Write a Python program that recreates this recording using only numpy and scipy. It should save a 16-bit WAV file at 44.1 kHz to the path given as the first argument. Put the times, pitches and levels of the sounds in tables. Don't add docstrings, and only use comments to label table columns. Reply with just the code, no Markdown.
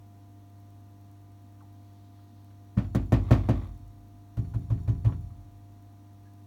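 import sys
import numpy as np
from scipy import signal
from scipy.fft import rfft, irfft, next_fast_len
from scipy.io import wavfile
from scipy.ndimage import uniform_filter1d

SR = 44100
rng = np.random.default_rng(int(sys.argv[2]) if len(sys.argv) > 2 else 0)


def generate_wav(signal):
    frames = np.transpose(np.atleast_2d(signal))
    scaled = np.clip(frames, -1, 1) * 32767
    pcm = np.round(scaled).astype(np.int16)
    wavfile.write(sys.argv[1], SR, pcm)


N = 285184

# start_s, force_db, contact_corner_hz,
# closing_s (how long the contact takes to close), click_db, lever_drop_db
KNOCK_RUNS = [
    [(2.768, -8.5, 252, 0.0062, -53, -54), (2.948, -9, 504, .0003, -35, -58),
     (3.121, -3, 770, 0.00018, -39, -60), (3.3075, 0, 756, 0.00033, -39.5, -61),
     (3.488, -6, 754, 0.000057, -43, -70)],
    [(4.369, -6.5, 645, 0.0026, -52.5, -59), (4.538, -7.5, 613, 0.0035, -54.5, -64.5),
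     (4.699, -3, 713, .003, -55, -57.5), (4.8745, -2.5, 785, 0.0019, -52.5, -60.5),
     (5.0445, 0.5, 1000, 0.0024, -54.5, -49)],
]
# swing_hz, swing_length_s, swing_db,
# overtone_db (first knock of the run, whatever its force), rocking_db, ring_db, clatter_db, drop_centre_hz
KNOCKED_SPOTS = [(111.7, 0.021, -1, -12, -14.5, -1.72, -27, 970),
                 (110.1, 0.036, -9, -33, -18.5, 0, -45.5, 630)]
RING_SLOPE, CLATTER_SLOPE = 0.59, 1.26


def amp(db):
    return 10 ** (np.asarray(db) / 20)


def evened(x):
    return x / np.sqrt(np.mean(x ** 2) + 1e-20)


def read(points, hz):
    f, value = np.transpose(points)
    return np.interp(np.log(hz + 1), np.log(f + 1), value)


def add(mix, s, sound):
    part = mix[round(s * SR):][:len(sound)]
    part += sound[:len(part)]


def noise(gain, size):
    n = next_fast_len(size, True)
    spectrum = rfft(rng.standard_normal(n)) * gain(np.fft.rfftfreq(n, 1 / SR))
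    return evened(irfft(spectrum, n)[:size])


def coloured(points, size):
    return noise(lambda f: amp(read(points, f)), size)


def band(hz, octaves):
    return lambda f: np.exp(-.5 * (np.log2((f + 1) / hz) / octaves) ** 2)


def drift(rate_hz):
    return noise(lambda f: np.exp(-(f / rate_hz) ** 2) * (f > 0), N)


def fall(t, t60):
    return np.exp(-np.log(1000) * t / t60)


def dying(t, t60, rise):
    return (1 - np.exp(-t / rise)) * fall(t, t60)


def grainy(t, depth_db, size=60):
    bounces = evened(uniform_filter1d(rng.standard_normal(len(t)), size))
    return evened(amp(depth_db * bounces))


def rattle(db, hz, octaves, t60):
    t = np.arange(SR // 2) / SR
    grain = grainy(t, depth_db=0.84 * min(octaves, 1))
    return amp(db) * noise(band(hz, octaves), len(t)) * grain * dying(t, t60, rise=0.0022)


def room_noise(db=-61.0):
    # frequency_hz, relative level_db per Hz
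    room_colour = [(20, -37), (38, -7), (55, 3), (75, 1.5), (130, -3.5), (175, -9.5), (240, 3.5), (290, 1),
                   (340, -12), (450, -14.5), (800, -15), (1150, -18.5), (1450, -21), (2200, -23)]
    return amp(db) * noise(lambda f: amp(read(room_colour, f)) / (1 + (f / 2600) ** 4), N)


def amplifier_hiss(db=-73.5):
    # frequency_hz, relative level_db per Hz
    hiss_colour = [(1500, -27), (2300, -3.5), (3900, -4), (4400, -3.5), (4850, -10), (5500, -0.5),
                   (6400, -1), (7600, -6), (8600, -3.5), (10400, -7.5), (10900, -5), (16000, -3.5)]
    return amp(db) * coloured(hiss_colour, N)


def shaft_rub(db=-82.5, swell_db=5, swell_at_s=2.17, swell_half_s=0.44):
    swell = np.exp(-((np.arange(N) / SR - swell_at_s) / swell_half_s) ** 4)
    return amp(db + swell_db * swell + 0.71 * drift(15)) * noise(band(3860, 0.31), N)


def hum(mains_hz=50, waver_db=0.5):
    # multiple of the mains, rms level_db
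    hum_lines = [(2, -51), (3, -73.5), (4, -67), (6, -62), (7, -78), (8, -80.5), (10, -79), (14, -66.5),
                 (16, -80.5), (18, -82), (20, -77.5), (24, -82), (38, -90)]
    t, out = np.arange(N) / SR, np.zeros(N)
    for multiple, db in hum_lines:
        level = np.sqrt(2) * amp(db + waver_db * drift(5.6))
        out += level * np.sin(2 * np.pi * (multiple * mains_hz * t + rng.random()))
    return out


def interference(first_s=.091, gap_s=.1024, db=-52.0, spread_db=3.5):
    out = np.zeros(N)
    at = np.round(np.arange(first_s, N / SR - .01, gap_s) * SR).astype(int)
    out[at] = amp(db + spread_db * rng.standard_normal(len(at)))
    return signal.lfilter([1, -1], [1], out)


def small_parts():
    # start_s, level_db, centre_hz, width_octaves, t60_s
    taps = [(1.605, -55, 1140, .3, .075), (1.62, -63, 860, .16, 0.21), (2.189, -60, 1200, .47, .06),
            (2.505, -65, 1600, 0.57, .063), (3.607, -65, 1600, .8, 0.084), (4.537, -43, 1120, 0.35, 0.054),
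            (4.698, -47, 1030, 0.13, 0.099), (4.888, -61, 6300, .045, .09), (4.889, -60, 3050, 0.06, 0.075),
            (5.058, -54.5, 3000, .11, 0.058), (5.081, -47, 936, 0.39, 0.2), (5.303, -62, 1130, 0.13, .08),
            (5.715, -67, 950, 0.43, .1), (6.255, -65.5, 1665, 0.023, 0.2)]
    out = np.zeros(N)
    for s, db, hz, octaves, t60 in taps:
        add(out, s, rattle(db, hz, octaves, t60))
    return out


def buzz(shake, between=1.0, uneven_db=1.5):
    # frequency_hz, relative level_db per Hz
    buzz_colour = [(500, -3.5), (900, -5.5), (1150, 1.5), (1450, -16), (2100, -11), (2900, -23),
                   (3600, -16), (4800, -31), (9000, -39)]
    start_s, rise_s, end_s, release_t60_s = 3.13, 0.18, 3.645, 0.3
    between_db = -57
    t = np.arange(N) / SR
    slow = uniform_filter1d(shake, SR // 300)
    contact = uniform_filter1d((slow > 0) * 1., SR // 1000)
    attack = np.clip((t - start_s) / rise_s, 0, 1)
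    release = fall(np.maximum(t - end_s, 0), release_t60_s)
    level = attack * release * amp(between_db + uneven_db * drift(35))
    return level * (between + contact) * coloured(buzz_colour, N)


def springs(shake, db=-76.0, hold_s=0.02, full_db=-39):
    # frequency_hz, width_hz, level_db
    spring_modes = [(3650, 220, -3), (4420, 80, 2.5), (5570, 120, 1), (6230, 140, -4), (7070, 120, 2),
                    (8590, 120, -5), (10800, 600, -5.5), (14100, 130, -5), (15200, 130, -6)]

    def resonances(f):
        return sum(amp(level) / (1 + (2 * (f - hz) / width) ** 2) for hz, width, level in spring_modes)

    r = np.exp(-1 / (hold_s * SR))
    shaking = signal.lfilter([1 - r], [1, -r], abs(shake))
    drive = np.tanh(shaking / amp(full_db))
    return amp(db) * drive * noise(resonances, N) * amp(2 * drift(60))


def levers(t):
    # frequency_hz, level_db
    lever_modes = [(823, -3.5), (899, -3), (945, -8), (1071, 4), (1115, -2.5), (1200, -7.5), (1261, -21),
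                   (1303, 2), (1412, -12.5), (1458, -1.5), (1626, -6), (1814, 2.5), (2017, -26),
                   (2191, -20), (2390, -7), (2482, -3.5), (2923, -15), (3418, -24), (3591, -17)]
    hz, db = np.transpose(lever_modes)[:, :, None]
    place = rng.standard_normal(hz.shape)
    sign = (-1) ** np.arange(len(hz))[:, None]
    modes = sign * amp(db + 2 * place) * np.sin(2 * np.pi * hz * t)
    return modes.sum(0) * dying(t, t60=.13, rise=0.0012)


def shaken_levers(chatter, db=-7):
    rung = signal.oaconvolve(chatter, levers(np.arange(SR // 2) / SR))[:N]
    return amp(db) * np.std(chatter) * evened(rung)


def thrown_levers(throw_delay_s=.013, drop_delay_s=.074, throw_db=-9):
    out = np.zeros(N)
    for run, (*_, clatter_db, drop_hz) in zip(KNOCK_RUNS, KNOCKED_SPOTS):
        for s, force_db, *_, drop_db in run:
            level_db = clatter_db + CLATTER_SLOPE * force_db + throw_db
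            add(out, s + throw_delay_s, rattle(level_db, hz=1720, octaves=0.88, t60=.13))
            add(out, s + drop_delay_s, rattle(drop_db, drop_hz, octaves=1.17, t60=0.098))
    return out


def clatter(t):
    # frequency_hz, relative level_db per Hz
    clatter_colour = [(150, -38), (380, 6.5), (650, 10), (850, 4.5), (1150, 1.5), (1500, -7), (2200, -12.5),
                      (3500, -18.5), (5000, -24), (8000, -31), (16000, -63)]
    # frequency_hz, t60_s
    clatter_decay = [(300, 0.28), (1100, 0.21), (2500, 0.33), (6000, 0.34), (15000, .12)]
    hz, s, z = signal.stft(coloured(clatter_colour, len(t)), SR, nperseg=256)
    z = z * fall(s, read(clatter_decay, hz)[:, None])
    return signal.istft(z, SR, nperseg=256)[1][:len(t)] * (1 - np.exp(-t / 0.0011))


def click(t, force_db, closing_s):
    # frequency_hz, relative level_db per Hz
    click_colour = [(400, -20), (1200, 11), (2500, 0.5), (4300, -2.5), (5000, -7), (6200, -4), (8000, -9.5),
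                    (11000, -10.5), (14500, -10), (17000, -18)]
    t60 = 0.15 * amp(0.86 * force_db) + 11.3 * closing_s
    return coloured(click_colour, len(t)) * grainy(t, depth_db=2.5) * dying(t, t60, rise=.0011)


def ring(t, spot, corner_hz, build_cycles):
    # frequency_hz, t60_s, level_db struck at spot 0, level_db struck at spot 1
    cabinet_modes = [(45.1, 1.75, -33, -36.5), (51.7, 0.86, -20, -30), (63, 0.43, -29, -20),
                     (87.13, 0.82, -20.5, -24.5), (102.9, 0.82, -21, -43), (112.4, 0.88, -37, -30.5),
                     (128.7, 1.56, -38.5, -44), (146.5, 0.45, -26, -28), (168, 0.56, -35.5, -30.5),
                     (196.5, 0.22, -24, -29), (216.5, 0.63, -31, -43.5), (223.4, 0.12, -12, -26.5),
                     (254.2, 0.37, -23.5, -37.5), (278.2, 0.288, -19, -30), (317.8, 0.31, -30.5, -42.5),
                     (331.6, 0.48, -32, -48), (356.3, 0.25, -26, -38.5), (398.8, 0.63, -43.5, -49.5),
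                     (450, 0.31, -35.5, -51), (515, 0.085, -25, -53), (539, 0.26, -34.5, -57.5),
                     (623, 0.053, -18, -55), (664.5, 0.22, -28, -42), (729, 0.055, -19.5, -48),
                     (823, 0.36, -38.5, -51), (872, 0.085, -25.5, -62), (995, 0.5, -41.5, -52.5),
                     (1129, 0.32, -32, -50)]
    out = np.zeros(len(t))
    for k, (hz, t60, *db) in enumerate(cabinet_modes):
        level = (-1) ** k * amp(db[spot]) / np.hypot(1, (hz / corner_hz) ** 2)
        build = (1 - np.exp(-t * hz / build_cycles)) ** 2
        out += level * np.sin(2 * np.pi * hz * t) * fall(t, t60) * build
    return out


def swing(t, hz, length):
    u = t / length
    return -u * np.exp(-u ** 3) * np.sin(2 * np.pi * hz * t)


def knocks(fresh=0.48, lever_db=-14, overtone_ratio=1.756, overtone_fall_db=5):
    out, t = np.zeros(N), np.arange(SR) / SR
    early = t[:SR // 2]
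    for spot, run in enumerate(KNOCK_RUNS):
        hz, length, swing_db, overtone_db, rock_db, ring_db, clatter_db, _ = KNOCKED_SPOTS[spot]
        frame = clatter(early)
        for k, (s, force_db, corner_hz, closing_s, click_db, _) in enumerate(run):
            add(out, s, amp(swing_db + force_db) * swing(early, hz, length))
            bend = swing(early, hz * overtone_ratio, length)
            add(out, s, amp(overtone_db - k * overtone_fall_db) * bend)
            rock = swing(early, hz=58, length=0.032)
            add(out, s, -amp(rock_db + RING_SLOPE * force_db) * rock)
            modes = ring(t, spot, corner_hz, build_cycles=2.2 * corner_hz * closing_s)
            add(out, s, amp(ring_db + RING_SLOPE * force_db) * modes)
            upper = (frame + fresh * clatter(early)) / np.hypot(1, fresh)
            upper = upper + amp(lever_db) * levers(early)
            bright = amp(clatter_db + CLATTER_SLOPE * force_db) * upper
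            bright = bright + amp(click_db) * click(early, force_db, closing_s)
            closing = 1 - np.exp(-early / closing_s)
            add(out, s, closing * bright)
    return out


def scene():
    background = room_noise() + amplifier_hiss() + shaft_rub() + hum() + interference()
    blows, chatter = knocks(), thrown_levers()
    loose = small_parts() + buzz(blows) + springs(blows) + shaken_levers(chatter) + chatter
    return (background + loose + blows)[None]


def record(dry):
    thinned = signal.sosfilt(signal.butter(2, 27, "highpass", fs=SR, output="sos"), dry)
    thinned = irfft(rfft(thinned) / (1 + (31 / (np.fft.rfftfreq(N, 1 / SR) + 1)) ** 10), N)
    band_limit = signal.firwin(511, 17250, window=("kaiser", 9), fs=SR)
    return signal.oaconvolve(thinned, band_limit[None], "same")


dry = scene()
out = record(dry)
generate_wav(out)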